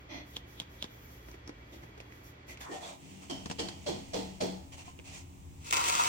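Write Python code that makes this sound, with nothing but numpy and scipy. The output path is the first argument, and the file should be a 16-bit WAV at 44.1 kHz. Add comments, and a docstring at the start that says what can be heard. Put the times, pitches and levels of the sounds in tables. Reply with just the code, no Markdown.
"""Teeth being brushed over a kitchen sink, close to a phone's stereo microphones. The plastic head ticks
on the teeth between light scrubs; then come five hard, foamy strokes, each with a falling hollow note
from the mouth. A drop plinks, the tap opens and water rushes into the steel basin.
Appliances hum in the small room; the room tone changes once, when the phone changes position."""
import sys
import numpy as np
from scipy import signal
from scipy.fft import rfft, irfft, next_fast_len
from scipy.io import wavfile
from scipy.ndimage import map_coordinates

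SR = 44100
rng = np.random.default_rng(int(sys.argv[2]) if len(sys.argv) > 2 else 0)


def unload_audio(sound):
    """Save the sound as a 16-bit wav file, at the path given as the first command line argument."""
    columns = np.transpose(np.atleast_2d(sound))
    # keep every value between -1 and 1, then stretch to whole-number steps
    steps = np.round(np.clip(columns, -1, 1) * 32767)
    wavfile.write(sys.argv[1], SR, steps.astype(np.int16))


N = 268128
T = np.arange(N) / SR

# room tone at the phone's first and second position: f/Hz, relative level/dB
AIR_FIRST = [(25, -21), (65, 10.5), (120, -6), (350, -4.5), (600, -10), (1400, -13), (2300, -15),
             (3300, -21), (4200, -24.5), (5000, -28.5), (7500, -17), (14000, -38), (15500, -34)]
AIR_SECOND = [(25, -9.5), (85, 10), (170, -5), (300, -6), (500, -17), (950, -12), (1500, -25), (2500, -19),
              (4500, -28), (7000, -21), (10000, -23.5), (15500, -31.5)]
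# appliance hum at each position: f/Hz, level/dB
HUM_FIRST = [(59.2, -65.5), (118.4, -61.5), (156.1, -72), (290.7, -68)]
HUM_SECOND = [(80.7, -62.5), (150.7, -63.5), (274.5, -66), (360.7, -70.5)]
# bass of the room tone at the second position: t/s, gain/dB
BASS_SECOND = [(2.7, -12.5), (3.15, -10.5), (3.4, 1)]
# the kitchen's decay: f/Hz, t60/s
ROOM_DECAY = [(150, 0.32), (2000, 0.41), (12000, 0.097)]
# standing waves in the first room tone, at the second position and in the steel sink:
# f/Hz, width/Hz, level over the direct sound/dB
AIR_MODES = [(1954, 42, 4), (2288, 24, 7), (3330, 66, 7.5), (4660, 330, -6)]
NOOK_MODES = [(187.2, 7.4, 6.5), (271, 11, -3), (335, 13.5, 1), (459.4, 12.4, 4.5), (651, 9.6, -1.5),
              (763, 29, -10.5)]
STEEL_MODES = [(941.5, 11, 6.5), (1045, 11, 6), (1380, 19, -1), (1930, 20, 3), (2087, 24, 6.5),
               (2187, 32, 1), (2570, 19, -4), (2660, 16, 0), (3038, 22, -3)]
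# width of the microphone pair at each position and for the water: f/Hz, side minus mid/dB
WIDTH_FIRST = [(60, -39), (270, -9), (700, 2.5), (1400, 4), (2100, 0.5), (3300, 2), (5800, 1), (7500, 9),
               (9300, 27.5), (11500, -6), (13000, -20)]
WIDTH_SECOND = [(60, -8), (160, -7.5), (450, 0.5), (900, 5.5), (2200, 0.5), (6500, 0), (8500, 0),
                (9700, 25), (13300, 44), (14400, -37)]
WIDTH_WATER = [(100, 6), (350, -4), (880, 13), (1100, 9), (1450, 6), (2300, -5.5), (3000, 2.5), (4500, 0),
               (8500, 4), (9600, 21), (13400, 44), (14600, -20)]
# balance at the second position: f/Hz, left minus right/dB
BALANCE_SECOND = [(80, 1.5), (200, 4), (450, -1), (900, -0.5), (1500, -1), (4200, -4), (9500, 1.5)]
# faint swishes of the bristle tips: t/s, length/s, level/dB
SWISHES = [(0.253, 0.17, -65.5), (0.47, 0.18, -65), (0.692, 0.14, -66), (0.892, 0.51, -66),
           (1.71, 0.16, -70), (2.231, 0.1, -61.5), (2.465, 0.1, -64), (2.589, .09, -61)]
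# pitch of the high squeak: t/s, f/Hz
SQUEAK_PITCH = [(.88, 11000), (.96, 15400), (1.07, 14200), (1.17, 12900), (1.22, 13400), (1.29, 11000)]
# spectra of spray, hard and light brushing, and the hollow mouth: f/Hz, relative level/dB
SPRAY = [(60, -24), (300, -6), (600, -5.5), (1300, -9), (1850, -8), (2600, 0.5), (3700, -5), (5000, -5.5),
         (6200, -1.5), (8300, -2), (11000, -10.5), (15500, -17)]
BRISTLES = [(200, -2), (900, 11), (1400, -1), (2200, 2), (3200, 1), (3800, 0.5), (4800, 4.5), (7500, -1),
            (10000, -7.5), (15500, -51)]
SOFT_BRISTLES = [(200, -5), (900, 6), (1500, -6.5), (2200, 6), (3500, 0.5), (4600, -1.5), (6500, 3.5),
                 (8500, 0), (11000, -8), (15500, -22)]
MOUTH = [(30, -23), (90, -2), (190, 4.5), (480, -4.5), (850, 2), (1200, -32), (2500, -31)]
# resonances of the basin, the closed mouth and the brush head: f/Hz, width/Hz, level/dB
BASIN_MODES = [(722, 42, -6.5), (954, 72, -0.5), (1173, 80, -2.5), (1364, 150, -7.5)]
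MOUTH_MODES = [(275.7, 56, -49.5), (618, 50, -53.5), (2040, 80, -53.5), (2435, 110, -58.5),
               (3320, 170, -55.5), (4120, 200, -59), (5900, 300, -65)]
HEAD_MODES = [(2450, 500, -8), (3470, 440, 21), (6000, 3600, -21)]
# water slaps the basin: t/s, spray/dB, basin/dB, t60/s, slap pitch/Hz
SPLASHES = [(5.7085, -30, -51, 0.017, 6770), (5.7259, -26, -27, 0.023, 2490),
            (5.731, -31, -30.5, 0.15, 2404), (5.7683, -27, -42, .046, 2265), (5.884, -28, -55, 0.027, 8200),
            (5.896, -31.5, -38, 0.043, 2540), (5.997, -39, -24, .07, 1160)]
# the drop's two notes: f/Hz, level/dB, t60/s
PLINK = [(723, -48, .06), (1036, -48.5, 0.16)]
# pockets between cheek and teeth: t/s, length/s, start/Hz, end/Hz, level/dB
POCKETS = [(2.492, 0.058, 2005, 2110, -50.5), (2.605, 0.061, 1697, 1710, -56),
           (2.606, .04, 3530, 3480, -51), (2.654, 0.167, 1780, 1904, -52), (2.711, 0.087, 740, 757, -47),
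           (2.819, 0.071, 3430, 3420, -51.5)]
# light scrubs: t/s, length/s, bristles/dB, hollow/dB, lower resonance/Hz, upper resonance/Hz
SCRUBS = [(0.088, 0.15, -51, -55, 850, 2150), (1.718, 0.072, -56.5, -51.5, 272, 3550),
          (1.816, 0.047, -61.5, -51.5, 198, 2090), (2.478, 0.081, -49, -54.5, 312, 2430),
          (2.601, 0.062, -46, -59, 905, 1700), (2.636, 0.095, -60, -47, 1000, 1830),
          (2.684, 0.093, -64, -46.5, 352, 1880), (2.706, 0.12, -48.5, -47, 720, 3280),
          (2.805, .17, -47.5, -47, 760, 3700), (3.214, 0.063, -58.5, -58.5, 820, 2470),
          (4.717, 0.055, -50, -58.5, 770, 3000), (4.768, .08, -50, -59, 800, 2730),
          (4.845, 0.088, -53.5, -62, 850, 2750), (5.039, .14, -50, -67, 900, 2570),
          (5.124, 0.12, -49, -69, 915, 6540)]
# the head meets the teeth: t/s, tick/dB, jaw knock/dB, head resonance/Hz, knock/Hz, rebound/0-1
TICKS = [(0.3626, -35, -57, 3380, 306, 0), (0.3668, -25, -45, 3400, 270, 0),
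         (.6, -23.5, -44.5, 3400, 200, .45), (0.8252, -23, -43, 3460, 215, 1),
         (1.285, -51, -43.5, 2500, 300, 0), (1.314, -48, -50, 6000, 302, 0),
         (1.342, -47.5, -48, 2380, 384, 0), (1.476, -38.5, -43, 5500, 292, 1),
         (1.834, -62, -43, 2500, 160, 0), (1.977, -53, -46, 2500, 420, 0),
         (2.002, -39.5, -46, 2520, 564, 0), (2.123, -43, -64, 2080, 298, 0),
         (2.573, -42, -56, 2430, 260, 0), (2.609, -43, -50, 2820, 262, 0),
         (3.458, -41.5, -36, 3370, 215, 0), (3.499, -42, -35, 3100, 207, 0),
         (3.512, -31.5, -38, 2780, 236, 0), (3.5949, -32, -53, 3400, 500, 0),
         (3.601, -32, -40, 4500, 496, 0), (3.686, -32, -40.5, 4270, 284, 0), (4.99, -41, -48, 2700, 298, 0),
         (4.998, -43.5, -49, 2460, 304, 0)]
# how hard the bristles are pressed on: t/s, rasp over the mean of tick and knock/dB
PRESSURE = [(1.2, -11.5), (3.45, -1.5), (5, -21)]
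# hard strokes: t/s, rise/s, bristles/dB, mouth/dB, mouth note's start/Hz,
# then the gap between cheek and teeth: lower ring/dB, lower ring/Hz, upper ring/Hz
STROKES = [(3.294, 0.0085, -46, -40.5, 400, -45.5, 3116, 5500),
           (3.583, .008, -41, -39, 480, -42, 3140, 4600),
           (3.858, 0.013, -40.5, -35.5, 643.5, -46, 3320, 4220),
           (4.128, 0.016, -41, -34, 639.5, -50, 3330, 4080),
           (4.4, 0.012, -40.5, -32.5, 674.3, -50, 3320, 4270)]


def amp(db):
    """Decibels to gain."""
    return 10 ** (np.asarray(db) / 20)


def unit(x):
    """x at rms 1."""
    return x / np.sqrt(np.mean(x ** 2) + 1e-20)


def along(points, hz):
    """(f/Hz, value) points read on a log axis."""
    f, v = np.transpose(points)
    return np.interp(np.log(hz + 1), np.log(f + 1), v)


def curve(points, t=T):
    """(t/s, value) points read at the times t."""
    return np.interp(t, *np.transpose(points))


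def wobble(rate):
    """A smooth random curve, rate knots a second."""
    return map_coordinates(rng.standard_normal(int(N * rate / SR) + 4), [T * rate])


def filtered(x, response):
    """x times a complex response of frequency."""
    n = x.shape[-1]
    m = next_fast_len(n + 8192)
    return irfft(rfft(x, m) * response(np.fft.rfftfreq(m, 1 / SR)), m)[..., :n]


def coloured(x, spectrum):
    """x with the given spectrum, at rms 1."""
    return unit(filtered(x, lambda hz: amp(along(spectrum, hz))))


def resonance(f, hz, width, db):
    """Complex response of one resonance at the frequencies f."""
    return amp(db) * 1j * f * width / (hz * hz - f * f + 1j * f * width)


def resonate(x, modes):
    """x through a few resonances of alternating sign."""
    return filtered(x, lambda f: sum((-1) ** k * resonance(f, *mode) for k, mode in enumerate(modes)))


def ringing(x, modes):
    """x plus the ring of a few narrow resonances."""
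    return filtered(x, lambda f: 1 + sum(resonance(f, *mode) for mode in modes))


def noise(n=N):
    """Two unrelated white noises: mid and side."""
    return rng.standard_normal((2, n))


def tone(hz, t):
    """A sine in mid and side, a quarter cycle apart."""
    return np.sin(2 * np.pi * hz * t + [[0], [np.pi / 2]])


def grainy(grain_db, rate):
    """Noise made of tiny bursts of uneven size."""
    return unit(noise() * amp(grain_db * wobble(rate)))


def band(centre_hz, width_hz):
    """Noise in one narrow resonance whose centre is given for each sample."""
    a, b = (filtered(noise(len(centre_hz)), lambda f: 1 / (1 + (f / width_hz) ** 2)) for _ in range(2))
    phase = 2 * np.pi * np.cumsum(centre_hz) / SR
    return unit(a * np.cos(phase) + b * np.sin(phase))


def clicks(count, size_db, life_s):
    """Tiny cracks of uneven size at random moments, each a puff of noise."""
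    when, size = rng.random((count, 2)).T
    energy = np.bincount((when * N).astype(int), amp(size_db * size ** 2) ** 2, N)
    return noise() * np.sqrt(signal.lfilter([1], [1, -np.exp(-2 / (life_s * SR))], energy))


def bubbles(count, centre_hz, octaves, cycles, size_db):
    """Tiny bubbles burst at random moments, each a few cycles of its own pitch."""
    when, pitch, size, side = rng.random((count, 4)).T[..., None]
    k = np.arange(240)
    turns = centre_hz * 2 ** (octaves * (2 * pitch - 1)) * k / SR
    pops = amp(size_db * size ** 2) * np.sin(2 * np.pi * turns) * np.exp(-turns / cycles)
    at = ((when * N).astype(int) + k).ravel()
    mid_side = [pops * share(2 * np.pi * side) for share in (np.cos, np.sin)]
    return unit(np.array([np.bincount(at, part.ravel(), N)[:N] for part in mid_side]))


def add(track, s, sound):
    """Lay a sound into the track at s seconds."""
    part = track[..., round(s * SR):][..., :sound.shape[-1]]
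    part += sound[..., :part.shape[-1]]


def burst(t, rise, hold, t60):
    """A smooth rise, a short plateau and an exponential fall, all in seconds."""
    out, live = np.zeros(len(t)), (t > 0) & (t < rise + hold + 2 * t60)
    attack = np.sin(np.pi / 2 * np.minimum(t[live] / rise, 1)) ** 2
    out[live] = attack * amp(-60 * np.maximum(t[live] - rise - hold, 0) / t60)
    return out


def swell(t, length):
    """One pass of the brush: it eases in, then fades more slowly."""
    return np.sin(np.pi * np.clip(t / length, 0, 1) ** 0.64).clip(0) ** 1.1


def microphones(x, width):
    """The phone's pair: share each frequency between mid and side, then form left and right."""
    angle = lambda hz: np.arctan(amp(along(width, hz)))
    mid, side = filtered(x, lambda hz: np.array([np.cos(angle(hz)), np.sin(angle(hz))]))
    return np.array([mid + side, mid - side])


def kitchen(x, wet_db):
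    """x with the short answer of the wood-lined room."""
    hz, t, spectra = signal.stft(noise(SR // 3), SR, nperseg=256)
    decay = amp(-60 * t / along(ROOM_DECAY, hz)[:, None])
    tail = signal.istft(spectra * decay, SR, nperseg=256)[1]
    return x + amp(wet_db) * signal.fftconvolve(x, tail / np.linalg.norm(tail[0]), axes=1)[:, :N]


def room_tone(air, air_db, hum):
    """Steady room air, with slightly unsteady motor lines in the mid channel."""
    lines = sum(amp(db) * np.sqrt(2) * np.sin(2 * np.pi * hz * T + 0.63 * wobble(3.91)) for hz, db in hum)
    return amp(air_db) * coloured(noise(), air) + lines * np.array([[1], [0]])


def fizz():
    """A fine high fizz flickers faintly and swells with each swish of the bristle tips."""
    flicker = amp(-74.5 + 6 * wobble(13.94))
    swishes = sum(amp(db) * swell(T - s, length) for s, length, db in SWISHES)
    hiss = coloured(noise(), [(3000, -16), (6000, -4.5), (9000, -9), (14000, -9.5), (15800, -13)])
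    return (flicker + swishes) * hiss


def squeak():
    """A thin, very high squeak arches and sinks, and keeps breaking off."""
    start, end = SQUEAK_PITCH[0][0], SQUEAK_PITCH[-1][0]
    level = amp(-72 + 7 * wobble(45)) * swell(T - start, end - start)
    return level * band(curve(SQUEAK_PITCH), width_hz=120)


def drip(at_s=4.873):
    """One drop plinks in the sink on two short notes."""
    return sum(amp(db) * tone(hz, T) * burst(T - at_s, rise=0.0072, hold=0.002, t60=t60)
               for hz, db, t60 in PLINK)


def water(leak_s=5.668, jet_s=5.724, jet_rise_s=0.0029, build_s=0.18):
    """The tap sputters and the jet hits the basin: spray and spatter on top, the hollow bowl below."""
    leak = amp(-45.5 - 328 * np.maximum(leak_s - T, 0))  # thin first spray as the valve opens
    build_db = -2.5 * np.clip(1 - (T - jet_s) / build_s, 0, 1)
    jet = amp(-33 + build_db) * np.clip((T - jet_s) / jet_rise_s, 0, 1)
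    spray = np.hypot(leak, jet)
    basin = np.hypot(amp(-10) * leak, amp(-1.5 + 1.6 * wobble(25)) * jet)
    slaps, t = np.zeros((2, N)), np.arange(SR // 5) / SR
    for s, spray_db, basin_db, t60, slap_hz in SPLASHES:
        hit = lambda t: burst(t, rise=0.00038, hold=0.0018, t60=t60)
        spray = np.hypot(spray, amp(spray_db) * hit(T - s))
        basin = np.hypot(basin, amp(basin_db) * hit(T - s))
        add(slaps, s, amp(spray_db - 5.5) * hit(t) * band(np.full(len(t), slap_hz), 0.12 * slap_hz))
    rush = coloured(grainy(grain_db=1, rate=1500), SPRAY) * amp(-2.5 + 1.4 * wobble(90))
    spatter = amp(-4.5) * coloured(clicks(count=1700, size_db=9.5, life_s=0.00073), SPRAY)
    froth = amp(-8.5) * bubbles(count=9000, centre_hz=5430, octaves=0.94, cycles=2.3, size_db=14)
    bowl = unit(resonate(noise(), BASIN_MODES))
    return spray * (rush + spatter + froth) + slaps + basin * bowl


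def pockets():
    """Small pockets ring as the brush passes, each on one resonance that slides as the cheek moves."""
    out, t = np.zeros((2, N)), np.arange(SR // 3) / SR
    for s, length, start_hz, end_hz, db in POCKETS:
        centre = np.interp(t, [0, length], [start_hz, end_hz])
        add(out, s, amp(db - 2) * swell(t, length) * band(centre, 20 + 0.019 * start_hz))
    return out


def rub(at_s=0.087, length_s=0.174):
    """One hollow rub inside the closed mouth; its resonances rise as the cavity tightens."""
    out, t = np.zeros((2, N)), np.arange(SR // 3) / SR
    tighten = 1 + 0.0385 * t / length_s
    cavity = sum(amp(db) * band(hz * tighten, width) for hz, width, db in MOUTH_MODES)
    add(out, at_s, swell(t, length_s) * cavity)
    return out


def scrubs():
    """Light passes, and a soft pull back ahead of each hard stroke, sound two resonances of the mouth."""
    out, rasp = np.zeros((2, N)), np.zeros(N)
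    t = np.arange(SR // 3) / SR
    pull_backs = [(s - 0.32, 0.45, -57.5, -56, 155, 2800) for s, *_ in STROKES]  # columns as in SCRUBS
    for s, length, bristle_db, hollow_db, lower_hz, upper_hz in list(SCRUBS) + pull_backs:
        lower = [(lower_hz, 130 + 0.43 * lower_hz, 0)]
        hollow = amp(hollow_db) * unit(resonate(resonate(noise(len(t)), lower), lower))
        upper = amp(bristle_db - 7) * unit(resonate(noise(len(t)), [(upper_hz, 0.15 * upper_hz, 0)]))
        add(out, s, swell(t, length) * (hollow + upper))
        add(rasp, s, amp(bristle_db - 2) * swell(t, length))
    open_lips = np.interp(T, [0.3, 2.4], [0.15, 1])  # closed lips hold back the highest hiss
    hiss = coloured(grainy(grain_db=2, rate=700), SOFT_BRISTLES)
    muffled = filtered(hiss, lambda hz: amp(along([(6200, 3.5), (7800, -50)], hz)))
    return out + rasp * (muffled + open_lips * (hiss - muffled))


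def contacts(rebound_s=0.0167):
    """Each contact of head and teeth, then its duller, heavier rebound if it has one."""
    for s, tick_db, knock_db, head_hz, knock_hz, rebound in TICKS:
        yield s, tick_db, knock_db, head_hz, knock_hz
        if rebound > 0.1:
            share_db = 20 * np.log10(rebound)
            yield s + rebound_s, tick_db + share_db - 9, knock_db + share_db + 5.5, head_hz, knock_hz


def ticks():
    """Bristles drag in, the plastic head snaps and rings, the jaw knocks and the bristles spring back."""
    out, t = np.zeros((2, N)), np.arange(SR // 10) / SR
    thud_spectrum = [(100, -8), (500, -1.5), (1100, -7), (2200, -12), (5000, -42)]
    for s, tick_db, knock_db, head_hz, knock_hz in contacts():
        rasp_db = (tick_db + knock_db) / 2 + curve(PRESSURE, s)
        # the point of contact shifts all resonances of the head together
        head = [(hz * head_hz / HEAD_MODES[1][0], width, db) for hz, width, db in HEAD_MODES]
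        ring = tone(head_hz, t) * burst(t, rise=0.00061, hold=0.00012, t60=0.0034)
        snap = tone(6900, t) + amp(-4) * tone(2140, t)
        snap *= burst(t - 0.0003, rise=0.000086, hold=0, t60=0.00087)
        quiver = unit(resonate(noise(len(t)), head)) * burst(t, rise=0.0018, hold=0.0017, t60=0.032)
        knock = tone(knock_hz, t) * burst(t, rise=0.0031, hold=0.00062, t60=0.024)
        thud = coloured(noise(len(t)), thud_spectrum) * burst(t, rise=0.00075, hold=0.0012, t60=0.047)
        rasp = coloured(noise(len(t)), BRISTLES) * burst(t, rise=0.00021, hold=0.0012, t60=0.078)
        drag = unit(resonate(noise(len(t)), head)) * np.exp(-t[::-1] / 0.019)
        add(out, s - t[-1], amp(tick_db - 26) * drag)
        add(out, s, amp(tick_db) * (amp(3) * ring + amp(-2) * snap + amp(-19) * quiver))
        add(out, s, amp(knock_db) * (knock + amp(-5.5) * thud) + amp(rasp_db) * rasp)
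    return out


def strokes():
    """Bristles snap, rasp and crackle while the head pushes into the cheek, lowering the mouth's note."""
    out, (rasp, bite, hollow) = np.zeros((2, N)), np.zeros((3, N))
    t = np.arange(SR // 2) / SR
    for s, rise, bristle_db, mouth_db, start_hz, ring_db, lower_hz, upper_hz in STROKES:
        rasp += amp(bristle_db) * burst(T - s, rise, hold=0.012, t60=0.53)
        bite += amp(bristle_db) * burst(T - s, rise, hold=0.0074, t60=0.17)  # bristles catch, snap free
        hollow += amp(mouth_db - 5) * burst(T - s, 2 * rise, hold=0.0093, t60=0.49)
        pitch = start_hz * (0.3 + 0.7 * np.exp(-(t / 0.045) ** 1.588))
        waver = unit(filtered(noise(len(t)), lambda f: np.exp(-(f / 70) ** 2)))
        phase = 2 * np.pi * np.cumsum(pitch) / SR + [[0], [-1.75]]
        note = (1 + 0.23 * waver) * np.sin(phase + 1.03 * waver[::-1])
        add(out, s, amp(mouth_db + 0.14) * burst(t, rise, hold=0.027, t60=0.15) * note)
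        # the narrow gap between cheek and teeth rings on two wandering notes
        cheek = 1 + 0.012 * wobble(29.7)[:len(t)]
        lower = amp(ring_db) * band(lower_hz * cheek, width_hz=130)
        upper = amp(bristle_db - 8.5) * band(upper_hz * cheek, width_hz=260)
        add(out, s, (lower + upper) * burst(t, rise, hold=0.0084, t60=0.43))
    foam = amp(-8) * bubbles(count=9000, centre_hz=4830, octaves=0.78, cycles=1, size_db=11)
    snaps = coloured(clicks(count=1500, size_db=11.5, life_s=0.0005), BRISTLES)
    hiss = amp(-1.5) * coloured(noise(), BRISTLES)
    return out + rasp * (hiss + foam) + bite * snaps + hollow * coloured(noise(), MOUTH)


def scene(move_s=2.64, crossfade_s=0.021):
    """Close brushing from two microphone positions in turn, then the tap."""
    close = kitchen(strokes() + scrubs() + rub() + pockets(), wet_db=-8.5)
    close += kitchen(ticks() + drip(), wet_db=-17)

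    first_air = ringing(room_tone(AIR_FIRST, air_db=-54, hum=HUM_FIRST), AIR_MODES)
    first_air = filtered(first_air, lambda hz: amp(along([(5000, 1), (9000, -20)], hz)))
    leftward = np.array([[0.5], [-0.5]])  # 1 dB of left minus right
    first = microphones(close + first_air + fizz() + squeak(), WIDTH_FIRST) * amp(-leftward)

    second_air = room_tone(AIR_SECOND, air_db=-53, hum=HUM_SECOND)
    bass = filtered(second_air, lambda hz: np.exp(-(hz / 180) ** 2))
    second_air += (amp(curve(BASS_SECOND)) - 1) * bass
    second = microphones(ringing(close + second_air, NOOK_MODES), WIDTH_SECOND)
    second = filtered(second, lambda hz: amp(along(BALANCE_SECOND, hz) * leftward))

    sink = kitchen(ringing(water(), STEEL_MODES), wet_db=-9)
    tap = microphones(sink, WIDTH_WATER) * amp(leftward)
    moved = np.clip((T - move_s) / crossfade_s, 0, 1)
    return (1 - moved) * first + moved * second + tap


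def record(dry):
    """The phone keeps nothing above 16 kHz."""
    return filtered(dry, lambda hz: hz < 16000)


dry = scene()
out = record(dry)
unload_audio(out)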